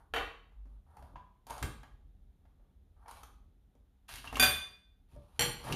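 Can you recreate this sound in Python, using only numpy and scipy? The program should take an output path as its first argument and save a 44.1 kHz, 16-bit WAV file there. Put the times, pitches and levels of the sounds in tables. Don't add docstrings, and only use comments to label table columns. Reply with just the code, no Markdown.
import sys
import numpy as np
from scipy import signal
from scipy.fft import rfft, irfft
from scipy.io import wavfile
from scipy.ndimage import uniform_filter1d

SR = 44100
rng = np.random.default_rng(int(sys.argv[2]) if len(sys.argv) > 2 else 0)


def dump(signal):
    limited = np.clip(np.atleast_2d(signal).T, -1, 1)
    pcm = np.round(limited * 32767).astype(np.int16)
    wavfile.write(sys.argv[1], SR, pcm)


N = 253575
T = np.arange(N) / SR

CONTACT_NOISE = {"box": (1300, 2399.5, 0.04, -21.5), "plate": (1756.5, 5101.5, 0.19, -14.5),
                 "bowl": (1691, 2701, 0.13, -17)}


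def box_knocks():
    # start_s, ring_peak_db, crack_re_ring_db
    hits = [(.138, -15.5, -2.5), (.1625, -15.5, -3.5)]
    # pitch_hz, level_db, t60_s
    modes = [(320, -10, .04), (475, -6.5, 0.13), (634, -6, 0.0087), (770, 3.5, 0.022), (1110, 4, 0.031),
             (1444, 1.5, 0.025), (1890, 2, 0.042), (2380, -3, 0.01), (2690, 0, 0.045), (3030, -3.5, 0.11),
             (3360, -13, 0.014), (4117, -17.5, 0.013), (5680, -12.5, 0.013)]
    knocks = blows(hits, modes, CONTACT_NOISE["box"], thud_db=-34.5)
    return signal.sosfilt(signal.butter(4, 310, "high", fs=SR, output="sos"), knocks)


def plate_clink():
    # start_s, ring_peak_db, crack_re_ring_db
    hits = [(4.3974, -9, -12.5), (4.4254, -8.5, -7.5)]
    modes_hz = [251, 438, 747, 1546, 1857, 2449, 2720, 3042, 3520, 3588, 4730, 5550, 6045, 6664, 7262, 7800,
                8156, 8748, 9178, 9905, 10965, 11542, 12862, 13695]
    # level_db, t60_s
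    decays = [(-11, .12), (-15, .15), (-11.5, .16), (-2, .2), (-16.5, .25), (0, .28), (-16.5, .16),
              (-16, .16), (-2, .42), (-9.5, .15), (-2, .15), (-17, .1), (-15.5, .2), (-13, .15),
              (-14.5, .13), (-20, .1), (-18.5, .1), (-2, .09), (-3, .09), (-10, .08), (-10, .1), (-11, .15),
              (-7, .13), (-9, .13)]
    return blows(hits, np.column_stack([modes_hz, decays]), CONTACT_NOISE["plate"], thud_db=-27)


def bowl_strikes():
    # start_s, ring_peak_db, crack_re_ring_db
    hits = [(5.3937, -13, -13), (5.4084, -14, -10.5), (5.4207, -15, -16)]
    modes_hz = [124, 477, 867, 1238, 1992, 2396, 2650, 3110, 3278, 4237, 4318, 5760, 7424, 8440, 9117,
                10990, 12440, 13020]
    # level_db, t60_s
    decays = [(-10, 0.19), (-9, 0.18), (-6.5, 0.13), (-3.5, 0.017), (-7, 0.082), (-38, 0.034), (-10, 0.046),
              (1.5, 0.026), (-1.5, 0.031), (-1.5, 0.027), (-1, 0.032), (-2, 0.051), (2.5, 0.054),
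              (-9, 0.03), (-3.5, 0.074), (-5, 0.051), (-4.5, 0.039), (-31, 0.034)]
    return blows(hits, np.column_stack([modes_hz, decays]), CONTACT_NOISE["bowl"], thud_db=-58)


def blows(hits, modes, contact, thud_db):
    # pitch_hz, level_db, t60_s
    counter_modes = [(50.3, 0, 0.6), (72, 2, 0.5), (124, -5, 0.043), (266, -14.5, 0.06)]
    choke_db, choke_s = -12, .002
    hz, width_hz, t60_s, tick_db = contact
    crack_lowpass = signal.butter(4, 3700, fs=SR, output="sos")
    next_starts_s = [hit[0] for hit in hits[1:]] + [np.inf]
    out = np.zeros(N)
    for (start_s, db, crack_db), next_s in zip(hits, next_starts_s):
        since_next_s = T[:SR // 2] - (next_s - start_s)
        choke = undb(choke_db * np.clip(since_next_s / choke_s, 0, 1))
        add(out, start_s, undb(db) * ring(modes, scatter_db=1.5) * choke)
        crack = signal.sosfilt(crack_lowpass, burst(hz, width_hz, t60_s))
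        add(out, start_s, undb(db + crack_db) * crack)
        add(out, start_s, undb(db + tick_db) * burst(9500, 11000, t60_s))
        add(out, start_s, undb(db + thud_db) * ring(counter_modes, scatter_db=1.5))
    return out


def light_taps():
    # start_s, level_db, pitch_hz, t60_s, tick_re_level_db, thud_re_level_db
    taps = [(.52, -62, 850, 0.021, -17, -10), (0.656, -55, 540, 0.0049, -19, 2),
            (.969, -48, 850, 0.042, -7, -13.5), (1.025, -46, 700, 0.01, -13, -6),
            (1.157, -41, 1000, 0.073, -41, -26), (1.468, -47, 806, 0.0097, -1, -8),
            (1.506, -33.5, 900, 0.024, -5.5, -8.5), (1.58, -39.5, 960, 0.011, -4, -10),
            (1.627, -25.5, 1480, 0.0052, -1, -13), (1.832, -43, 1150, 0.0067, -11.5, -8),
            (2.453, -63, 690, 0.024, -40, -8), (2.596, -62, 516, .02, -40, -5),
            (3.059, -50.5, 860, 0.048, -34, -24), (3.082, -43.5, 926, 0.051, -9, -23),
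            (3.111, -45, 1070, 0.046, 0.5, -16), (3.233, -50, 1260, 0.04, 5.5, -12),
            (3.752, -61, 520, 0.027, -10, 1), (4.091, -38.5, 1230, 0.0088, -3, -16.5),
            (4.157, -43, 2040, .01, 4.5, -15.5), (4.182, -41, 2870, 0.015, -22, -16),
            (4.242, -38, 1166, 0.022, -11.5, -11.5), (4.274, -36.5, 2770, 0.036, -21.5, -12),
            (4.327, -31.5, 890, 0.013, -14, -4), (4.345, -32.5, 810, 0.0062, -7.5, -2.5),
            (4.356, -27, 2790, 0.014, -10.5, -10), (4.369, -26, 1090, 0.02, -5.5, -15.5),
            (5.162, -51.5, 587, 0.11, -14, 0.5), (5.647, -39.5, 815, 0.014, -22, -1),
            (5.669, -33, 792, 0.024, -26, -17), (5.69, -33, 840, 0.015, -20, -9),
            (5.7, -32.5, 1136, .022, -31, -3), (5.724, -27, 2786, 0.026, -3, -20)]
    # pitch_hz, level_db, t60_s
    counter_modes = [(56.3, 0.5, .15), (123, -2.5, .08), (246, -0.5, .05)]
    rise_s, clack_db = .00065, -4
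    rise = 1 - np.exp(-T / rise_s)
    out = np.zeros(N)
    for start_s, db, hz, t60_s, tick_db, thud_db in taps:
        add(out, start_s, undb(db) * ring([(hz, 0, t60_s)], scatter_db=0) * rise[:SR // 2])
        clack = burst(.88 * hz, 1.3 * hz, t60_s=.067) * rise[:SR // 8]
        add(out, start_s, undb(db + clack_db) * clack)
        add(out, start_s, undb(db + tick_db) * burst(7000, 13000, t60_s=.021))
        add(out, start_s, undb(db + thud_db) * ring(counter_modes, scatter_db=2.2))
    return out


def scrapes():
    # start_s, length_s, body_start_db, body_end_db, grit_re_body_db
    strokes = [(0, 0.079, -63, -89, -15), (0.523, .1, -81, -90, -13), (0.655, .12, -80, -86, -8),
               (0.863, .11, -74.5, -64.5, -13.5), (0.983, 0.21, -64, -80, -11.5),
               (1.468, .04, -65, -53, -5.5), (1.498, 0.13, -50, -59, -7), (2.333, 0.11, -97, -88.5, -11),
               (2.443, .1, -82, -92, -9), (2.6, 0.12, -87, -93, -16), (2.961, 0.14, -79, -58.5, -15),
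               (3.079, 0.17, -57.5, -71.5, -3), (3.23, 0.052, -55, -79, -18),
               (3.727, 0.11, -87, -96.5, -15.5), (4.082, 0.12, -62.5, -64, 9),
               (4.242, 0.04, -52.5, -64, -1.5), (4.314, 0.029, -65, -47.5, -7.5),
               (5.086, .07, -79, -74.5, 1), (5.148, 0.24, -83.5, -69.5, -4.5), (5.596, 0.1, -61, -47, -2),
               (5.681, 0.05, -57.5, -44.5, -4)]
    # centre_hz, width_hz, level_db
    cup_modes = [(610, 400, -4), (917, 540, 7), (1110, 70, -2.5)]
    # freq_hz, density_db
    grit_spectrum = [(880, -36), (1500, -1.5), (2140, -2.5), (2310, -0.5), (4230, -4.5), (4560, -7),
                     (5250, -9.5), (7630, -13.5), (10100, -5.5), (14000, -16)]
    slips = rng.standard_normal(N) * undb(3 * rng.exponential(size=N) + 2.5 * walk(rate_hz=60))
    body = unit(sum(undb(db) * band(band(slips, hz, width), hz, width) for hz, width, db in cup_modes))
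    grit = unit(colour(slips, grit_spectrum))
    return sum(stroke(*glide) * (body + undb(grit_db) * grit) for *glide, grit_db in strokes)


def rumble():
    # time_s, level_db
    drift = [(0, -59), (1.3, -62.5), (2.0, -59), (2.9, -61.5), (3.4, -58.5), (4.0, -65), (4.9, -63),
             (5.75, -57)]
    # start_s, deep_db, upper_db, hold_s
    swells = [(0.129, -51, -69, 0.073), (0.968, -53.5, -67.5, 0.062), (1.113, -55, -63, 0.026),
              (1.61, -34.5, -42, 0.01), (4.097, -57, -67, 0.27), (4.368, -56, -47.5, 0.1),
              (5.12, -51, -62, 0.044), (5.384, -48.5, -43.5, 0.085), (5.631, -67, -50, 0.035),
              (5.691, -58, -39, .03)]
    deep = noise([(18, -30), (35, 5.5), (50, 3), (80, -2.5), (130, -25.5)])
    upper = noise([(80, -19.5), (120, 2.5), (200, -8.5), (400, -13.5), (800, -24)])
    level_db = np.interp(T, *np.transpose(drift)) + 1.5 * walk(rate_hz=9.9)
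    bed = undb(level_db) * (deep + undb(-15) * upper)
    shaken = sum(swell(start_s, hold_s) * (undb(deep_db) * deep + undb(upper_db) * upper)
                 for start_s, deep_db, upper_db, hold_s in swells)
    return bed + shaken


def hum():
    start_s, rise_s, hold_s, fall_s = .538, .045, .21, .018
    pitch_hz, rms_db, sag_db = 49.5, -46, -7
    corners_s = start_s + np.cumsum([0, rise_s, hold_s, fall_s])
    envelope = np.interp(T, corners_s, [0, undb(rms_db), undb(rms_db + sag_db), 0])
    return envelope * np.sqrt(2) * np.sin(2 * np.pi * pitch_hz * T)


def noise_floor():
    # freq_hz, density_db
    spectrum = [(120, -28.5), (200, 2), (227, -10.5), (271, -3), (312, -18), (423, -18), (543, -31),
                (762, -16), (1030, -25.5), (1450, -25), (1580, -26.5), (2700, -31), (3660, -28),
                (4700, -37.5), (14200, -35)]
    return undb(-78) * noise(spectrum)


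def room(x):
    # freq_hz, t60_s
    decays = [(100, 0.39), (500, .5), (1500, 0.47), (4000, 0.49), (8000, 0.41), (14000, 0.32)]
    tail_db, rise_s = -1.5, .00067
    t = T[:int(.8 * SR)]
    hz, t60_s = np.transpose(decays)
    white, tail = rng.standard_normal(len(t)), 0
    for centre_hz in 60 * 2 ** np.arange(0, 8.1, .5):
        shape = [(centre_hz / np.sqrt(2), -40), (centre_hz / 1.19, -3), (centre_hz, 0),
                 (centre_hz * 1.19, -3), (centre_hz * np.sqrt(2), -40)]
        band_t60_s = np.interp(np.log(centre_hz), np.log(hz), t60_s)
        part = colour(white, shape) * 1000 ** (-t / band_t60_s)
        tail = tail + part * np.sqrt(centre_hz / np.sum(part ** 2))
    tail = tail * (1 - np.exp(-t / rise_s))
    return x + undb(tail_db) * signal.fftconvolve(x, tail / np.sqrt(np.sum(tail ** 2)))[:N]


def ring(modes, scatter_db):
    hz, db, t60_s = np.transpose(modes)[:, :, None]
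    t = T[:SR // 2]
    gain = undb(db + scatter_db * rng.standard_normal(hz.shape))
    y = np.sum(gain * np.sin(2 * np.pi * hz * t) * 1000 ** (-t / t60_s), axis=0)
    return y / np.abs(y).max()


def burst(hz, width_hz, t60_s):
    t = T[:SR // 8]
    white = rng.standard_normal(len(t)) * 1000 ** (-t / t60_s)
    y = band(band(white, hz, width_hz), hz, width_hz)
    return y / np.abs(y).max()


def stroke(start_s, length_s, first_db, last_db):
    inside = (T >= start_s) & (T <= start_s + length_s)
    glide_db = np.interp(T, [start_s, start_s + length_s], [first_db, last_db])
    return uniform_filter1d(inside * undb(glide_db), size=200)


def swell(start_s, hold_s, rise_s=.023, t60_s=.4):
    t = T - start_s
    return np.clip(t / rise_s, 0, 1) * 1000 ** (-np.maximum(t - rise_s - hold_s, 0) / t60_s)


def walk(rate_hz):
    step = int(SR / rate_hz)
    return uniform_filter1d(np.repeat(rng.standard_normal(N // step + 1), step), step)[:N]


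def noise(spectrum):
    return unit(colour(rng.standard_normal(N), spectrum))


def colour(x, spectrum):
    hz, db = np.transpose(spectrum)
    bins_hz = np.maximum(np.arange(len(x) // 2 + 1) * SR / len(x), 1)
    gain_db = np.interp(np.log(bins_hz), np.log(hz), db, -120, -120)
    return irfft(rfft(x) * undb(gain_db), len(x))


def band(x, hz, width_hz):
    return signal.lfilter(*signal.iirpeak(hz, hz / width_hz, SR), x)


def add(track, start_s, sound):
    i = int(start_s * SR)
    track[i:i + len(sound)] += sound[:N - i]


def undb(db):
    return 10 ** (np.asarray(db) / 20)


def unit(x):
    return x / np.sqrt(np.mean(x ** 2))


def scene():
    hidden_share = .47
    knocks = box_knocks()
    near = knocks + light_taps() + scrapes() + plate_clink() + bowl_strikes()
    floor = noise_floor()
    return (room(near) - hidden_share * knocks + rumble() + hum() + floor)[None]


def record(dry):
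    low_hz, top_hz, dip_depth = 35.2, 14000, .7
    heard = signal.sosfilt(signal.butter(2, low_hz, "high", fs=SR, output="sos"), dry)
    heard = heard - dip_depth * band(heard, hz=7900, width_hz=760)
    return signal.sosfilt(signal.ellip(10, .2, 70, top_hz, fs=SR, output="sos"), heard)


dry = scene()
out = record(dry)
dump(out)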